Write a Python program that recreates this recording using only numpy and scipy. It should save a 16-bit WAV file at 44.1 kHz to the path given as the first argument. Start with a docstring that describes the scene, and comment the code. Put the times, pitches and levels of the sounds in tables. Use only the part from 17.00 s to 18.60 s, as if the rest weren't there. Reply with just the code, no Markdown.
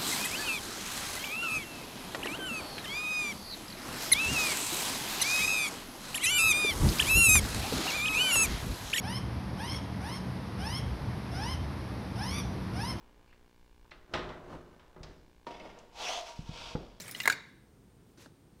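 """Dry kindling clatters on a hearth as a slipper drags off the pile. The sticks scrape and tick under the sole,
then tip and knock on each other and on the hearth: each knock rings one stick, jolts the pile and thuds the
hearth. A second later a trouser leg swishes, and the slipper scuffs the floor and is set down softly. It all
rings briefly in a small room, over a bed of quiet room tone."""
import sys
import numpy as np
from scipy import signal
from scipy.fft import rfft, irfft, next_fast_len
from scipy.io import wavfile

SR = 44100
rng = np.random.default_rng(int(sys.argv[2]) if len(sys.argv) > 2 else 0)


def unload_wav(signal):
    """Save mono or channel-first audio to the path in sys.argv[1] as 16-bit WAV at rate SR, clipped to [-1, 1]."""
    wavfile.write(
        sys.argv[1],
        SR,
        np.round(np.clip(np.atleast_2d(signal).T, -1, 1) * 32767).astype(np.int16),
    )


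N = 70560

# Knocks of the sticks, on each other and on the hearth: t/s, stick, ring level/dB, pile level/dB, crack
# level/dB, attack/s
KNOCKS = [ (0.079, "flat", -47.5, -46, -45.5, 0.0017), (0.092, "flat", -57.5, -59.5, -52.5, .001),
          (.148, "slim", -30, -59, -48, .001), (.161, "slim", -45.5, -55.5, -53, .001),
          (0.2016, "short", -23.5, -42, -34, 0.00014), (.217, "short", -41, -55, -45, .0005),
          (0.2357, "thin", -33.5, -48, -43.5, .002), (0.2552, "long", -26.5, -26.5, -30, 0.00099),
          (0.2754, "long", -21.5, -18.5, -31, .0004), (0.2776, "long", -29, -24, -28, 0.0005),
          (0.2981, "long", -16, -35.5, -26, 0.00062), (0.3239, "flat", -28.5, -42.5, -35.5, .0015), ]
# Bending modes of each stick, by name: f/Hz, level/dB, t60/s
STICK_MODES = { "slim": [(1250, -15, 0.018), (1995, -6, 0.035), (2922, 1, 0.018), (3204, -5, 0.027),
               (3970, -6, 0.021), (4280, -11.5, 0.035), (6300, -23, 0.0308)], "short": [(2010, -4.5, 0.036),
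               (2122, -3.5, 0.026), (2520, -9, 0.04), (2798, 0, 0.031), (4073, -12, 0.0098),
               (4730, -15, 0.033), (5150, -13.5, .025), (7200, -17, 0.026)], "thin": [(1784, -4.5, .055),
               (2250, -9, 0.047), (3690, 2, 0.024), (4000, -5, .03), (6950, -11.5, .03)],
               "long": [(1630, -1.5, 0.054), (1487, -5.5, .035), (1334, -9, .03), (2355, -15, 0.041),
               (2788, -18.5, .045), (3868, -14, 0.054), (4240, -16.5, 0.029), (6930, -15, .035),
               (7380, -21.5, 0.029)], "flat": [(1560, -1, 0.031), (2246, 2.5, 0.042), (2430, -5, 0.059),
               (3696, -9.5, .03), (4496, -1, .028), (6200, -7, 0.018), (7090, -12, .04)], }
# Modes of the whole pile, jolted against the hearth: f/Hz, level/dB, t60/s
PILE_MODES = [(730, -11, .03), (920, -5, 0.033), (1048, -13, 0.044), (1240, -5, .025), (1393, -2.5, 0.03),
              (1648, 8.5, 0.016), (1902, -4, .022), (2090, 5, 0.017), (2170, -5, .03)]
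# Dull thud of the hearth: f/Hz, level/dB
HEARTH_EQ = [(80, -31), (160, -11), (225, -12), (275, 5), (340, -18), (410, -2), (540, -5.5), (650, -7),
             (1000, -25.5), (3000, -59)]
# Dry crack of wood on wood: f/Hz, level/dB
CRACK_EQ = [(150, -48), (500, -28.5), (1200, -10), (2200, 4), (3100, 1), (4100, 6.5), (5500, -6),
            (7000, -0.5), (9000, -6.5), (10500, -6.5), (12000, -11.5), (14500, -14.5), (16000, -17.5)]
# Splinters catching and letting go: t/s, level/dB, f/Hz, bandwidth/Hz, t60/s
TICKS = [ (.0005, -43.5, 4220, 300, 0.061), (.0055, -37, 5840, 1200, 0.02),
         (.0148, -44.5, 7100, 900, 0.037), (0.02, -42.5, 7400, 400, 0.037), (0.0789, -43, 8450, 600, 0.045),
         (0.091, -44.5, 14800, 1500, 0.028), (.1119, -44, 9790, 200, 0.083),
         (0.1115, -34.5, 14230, 2000, .014), (.1119, -37.5, 5415, 900, 0.0092),
         (.1225, -51, 9700, 300, 0.018), (.1865, -45, 14800, 1800, .02), (.215, -43, 14300, 2000, .025),
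         (0.2332, -37, 14040, 2000, 0.015), (.257, -31, 15100, 1500, 0.015), (0.276, -24, 9230, 300, .02),
         (.279, -33, 11700, 800, 0.017), (0.321, -40.5, 8240, 500, 0.032), ]
# Bright splash on each tick: f/Hz, level/dB
SPLINTER_EQ = [(300, -44.5), (1500, -14), (4000, -8), (5300, 5), (7000, 0), (9000, -1), (11500, 0),
               (14500, -4), (16000, -1.5)]
# Envelope of the sole dragging the sticks: t/s, level/dB
DRAG_ENV = [(0, -49), (.035, -50.5), (.07, -49), (.1, -49), (.138, -52.5), (.18, -47.5), (.23, -48),
            (.27, -53), (0.321, -42), (.36, -66), (.42, -100)]
# Rasp of that drag: f/Hz, level/dB
DRAG_EQ = [(59, -20.5), (100, 3), (260, -4), (950, -8.5), (1800, -5), (2270, -1), (2750, -10), (3940, -10),
           (4470, -15), (5300, -7.5), (6150, -13), (9820, -12.5), (12100, -20.5), (14700, -13.5),
           (16000, -24)]
# Soft blows of the sole: t/s, thump level/dB, tap level/dB, thump f/Hz
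STEPS = [(.001, -40.5, -44.5, 177), (0.165, -46, -47, 269.4), (1.175, -46.5, -57, 326.4),
         (1.2596, -42.5, -45, 266)]
# Dull tap of the sole: f/Hz, level/dB
TAP_EQ = [(60, -14), (150, -3), (300, 3), (500, 2), (700, -4.5), (950, -7), (1300, -3), (1750, -2.5),
          (2300, -25.5), (4300, -11.5), (7000, -40.5), (15000, -31)]
# Envelope of the slipper sliding on the floor: t/s, level/dB
SCUFF_ENV = [(1.165, -92.5), (1.177, -62.5), (1.22, -58.5), (1.258, -61.5), (1.275, -70), (1.299, -85)]
# Colour of that slide: f/Hz, level/dB
SCUFF_EQ = [(240, -22.5), (400, -4), (598, -6), (697, -22), (839, -5), (1490, -7.5), (1990, -6.5),
            (3310, -8), (6150, -9), (16000, -30.5)]
# Envelope of the trouser cloth as the leg swings: t/s, level/dB
CLOTH_ENV = [(.98, -95), (1.06, -84), (1.1, -74.5), (1.14, -82), (1.2, -100), (1.54, -100), (1.585, -80.5),
             (1.6, -72.5)]
# Airy colour of the cloth: f/Hz, level/dB
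CLOTH_EQ = [(300, -10.5), (2000, -2), (4500, 0), (9000, -2.5), (14500, 0), (16000, -4)]
# Decay time of the room: f/Hz, t60/s
ROOM_DECAY = [(150, .45), (500, .45), (1700, 0.56), (3800, .58), (7000, 0.39), (10000, .3), (15000, .22)]
# Colour of the reverb tail: f/Hz, level/dB
ROOM_EQ = [(100, 4.5), (300, 9.5), (700, -1), (1100, -1), (1450, -4.5), (1750, -2.5), (2200, -3),
           (3200, -2.5), (3600, 4.5), (3750, 5.5), (3950, -3.5), (4400, -2), (5500, 1), (7000, -2.5),
           (8500, -6.5), (15000, -5)]
# Low hum of the room tone: f/Hz, level/dB
HUM_EQ = [(15, -33), (25, -14.5), (55, -2), (92, -4), (123, -1), (190, -4), (223, -6.5), (439, -10.5),
          (607, -21.5), (677, -19.5), (734, -20), (796, -21), (2050, -30), (7710, -36.5), (8830, -33),
          (10100, -40), (16000, -39.5)]

STICK_CUT_HZ, PILE_CUT_HZ = 875, 820  # small bodies radiate no bass
MODE_SCATTER_DB, CONTACT_S = 1.45, 0.0008
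SLIP_COUNT, SLIP_SPREAD_DB = 7000, 3.5  # friction grains, spread over the whole scene
SLIP_LOW_HZ, SLIP_HIGH_HZ, SLIP_T60_S = 900, 15750, 0.012
TAIL_DB, TAIL_BUILD_S = -17, 0.0092
EARLY_DB, EARLY_SPAN_S = -22, (0.0022, 0.016)
HUM_DB, HISS_DB = -59.5, -86.5
TOP_HZ = 16000


def clatter():
    """Each knock rings one stick, jolts the pile and the hearth, and bites with a dry crack."""
    out, t = np.zeros(N), np.arange(SR // 6) / SR
    for start, stick, ring_db, pile_db, crack_db, attack in KNOCKS:
        tone = highpass(ring(STICK_MODES[stick], t, attack), STICK_CUT_HZ)
        thud = amp(-12) * burst(noise(HEARTH_EQ, len(t)), t, t60=0.059, attack=0.0015)
        jolt = highpass(ring(PILE_MODES, t, attack), PILE_CUT_HZ) + thud
        crack = burst(noise(CRACK_EQ, len(t)), t, t60=0.036, attack=attack)
        add(out, start, amp(ring_db) * tone + amp(pile_db) * jolt + amp(crack_db) * crack)
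    return out


def ring(modes, t, attack):
    """A struck body: damped modes, each set off at a slightly different instant of the contact."""
    out = np.zeros(len(t))
    for hz, db, t60 in modes:
        age = np.maximum(t - CONTACT_S * rng.random(), 0)
        gain = amp(db + MODE_SCATTER_DB * rng.normal())
        out += gain * ping(hz, age, t60)
    return out * fade_in(t, attack)


def splinters():
    """Splinters catch and let go: bright ticks, each a rough resonance with a splash of noise."""
    out, t = np.zeros(N), np.arange(SR // 10) / SR
    for start, db, hz, width_hz, t60 in TICKS:
        tick = narrow_noise(hz, width_hz, len(t)) + amp(-2) * noise(SPLINTER_EQ, len(t))
        add(out, start, amp(db) * burst(tick, t, t60, attack=0.00025))
    return out


def drag():
    """The sole drags across the sticks with a grainy rasp."""
    return friction(DRAG_EQ, DRAG_ENV, rub_gain=0.8)


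def friction(eq, stroke, rub_gain):
    """Tiny slips of uneven size, each ringing a fibre for a moment, over a smooth rub."""
    slips, t = np.zeros(N), np.arange(SR // 50) / SR
    for when, pitch, size in rng.random((SLIP_COUNT, 3)):
        hz = SLIP_LOW_HZ + pitch * (SLIP_HIGH_HZ - SLIP_LOW_HZ)
        db = -SLIP_SPREAD_DB * np.log(max(size, 0.02))  # many soft grains, a few loud ones
        add(slips, when * N / SR, amp(db) * ping(hz, t, SLIP_T60_S))
    bass_gain = np.hypot(1, rub_gain)  # the bass is all rub
    rub = filtered(rng.standard_normal(N), lambda f: np.where(f < SLIP_LOW_HZ, bass_gain, rub_gain))
    return envelope(stroke) * coloured(unit(slips) + rub, eq)


def scuff():
    """The slipper slides on the floor, brightest where it is fastest."""
    speed = envelope(SCUFF_ENV) / envelope(SCUFF_ENV).max()
    fizz = highpass(friction(SCUFF_EQ, SCUFF_ENV, rub_gain=1.9), hz=9370)
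    body = friction(SCUFF_EQ, SCUFF_ENV, rub_gain=1.9)
    return body + amp(7) * speed ** 3.8 * fizz


def steps():
    """The sole lands with a low thump and a dull tap."""
    out, t = np.zeros(N), np.arange(SR // 6) / SR
    for start, thump_db, tap_db, hz in STEPS:
        thump = ring([(hz, 0, 0.073)], t, attack=0.002)  # one mode, t60 of 73 ms
        tap = burst(noise(TAP_EQ, len(t)), t, t60=0.034, attack=0.00016)
        add(out, start, amp(thump_db) * thump + amp(tap_db) * tap)
    return out


def cloth():
    """Trouser fabric gives a faint, smooth swish as the leg swings."""
    return envelope(CLOTH_ENV) * noise(CLOTH_EQ, N)


def reverb(x):
    """Early reflections off hearth and bricks, then a diffuse tail whose top end dies first."""
    hz, t, spectrum = signal.stft(rng.standard_normal(SR), SR, nperseg=256)
    decay_db = -60 * t / curve(ROOM_DECAY, hz)[:, None]
    colour_db = curve(ROOM_EQ, hz)[:, None]
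    _, tail = signal.istft(spectrum * amp(decay_db + colour_db), SR, nperseg=256)
    tail *= fade_in(np.arange(len(tail)) / SR, TAIL_BUILD_S)
    echo_gains = rng.standard_normal(12)
    echo_delays = (SR * rng.uniform(*EARLY_SPAN_S, size=12)).astype(int)
    early = np.zeros(len(tail))
    early[echo_delays] = echo_gains
    impulse = amp(TAIL_DB) * tail / np.linalg.norm(tail) + amp(EARLY_DB) * early / np.linalg.norm(early)
    return signal.fftconvolve(x, impulse)[:N]


def room_tone():
    """The background bed: a low hum and a faint, narrow hiss."""
    return amp(HUM_DB) * noise(HUM_EQ, N) + amp(HISS_DB) * narrow_noise(hz=8970, width_hz=450, size=N)


def amp(db):
    """Decibels to gain."""
    return 10 ** (np.asarray(db) / 20)


def unit(x):
    """Normalise to rms 1."""
    return x / np.sqrt(np.mean(x ** 2) + 1e-20)


def curve(points, hz):
    """Read (f/Hz, value) breakpoints on a log frequency axis."""
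    f, values = np.transpose(points)
    return np.interp(np.log(hz + 1), np.log(f + 1), values)


def envelope(points):
    """Gain per sample from (t/s, level/dB) breakpoints."""
    times, db = np.transpose(points)
    return amp(np.interp(np.arange(N) / SR, times, db, right=-120))


def fade_in(t, attack):
    """Exponential rise towards full level."""
    return 1 - np.exp(-t / attack)


def ping(hz, t, t60):
    """A sine that dies away by 60 dB in t60 seconds."""
    return amp(-60 * t / t60) * np.sin(2 * np.pi * hz * t)


def burst(x, t, t60, attack):
    """Shape noise into a hit that carries the energy of its attack-decay envelope."""
    env = amp(-60 * t / t60) * fade_in(t, attack)
    return unit(x * env) * np.sqrt(np.mean(env ** 2))


def filtered(x, response):
    """Zero-phase filter with gain response(f)."""
    size = next_fast_len(len(x) + 8192)
    return irfft(rfft(x, size) * response(np.fft.rfftfreq(size, 1 / SR)), size)[:len(x)]


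def highpass(x, hz):
    """Causal low cut, 18 dB per octave."""
    return signal.sosfilt(signal.butter(3, hz, "highpass", fs=SR, output="sos"), x)


def coloured(x, eq):
    """Apply an EQ curve and normalise to rms 1."""
    return unit(filtered(x, lambda f: amp(curve(eq, f))))


def noise(eq, size):
    """Coloured noise, rms 1."""
    return coloured(rng.standard_normal(size), eq)


def narrow_noise(hz, width_hz, size):
    """Noise in one resonance, rms 1."""
    return unit(filtered(rng.standard_normal(size), lambda f: 1 / (1 + (2 * (f - hz) / width_hz) ** 2)))


def add(out, start, x):
    """Mix x in at start seconds."""
    part = out[round(start * SR):][:len(x)]
    part += x[:len(part)]


def scene():
    """Mono mix of kindling, slipper and cloth with their reverb, over the room tone."""
    foley = clatter() + splinters() + drag() + scuff() + steps() + cloth()
    return (foley + reverb(foley) + room_tone())[None]


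def record(dry):
    """The microphone's band limit: a steep high cut, 300 Hz wide."""
    return filtered(dry[0], lambda f: np.clip((TOP_HZ - f) / 300 + 0.5, 0, 1))[None]


dry = scene()
out = record(dry)
unload_wav(out)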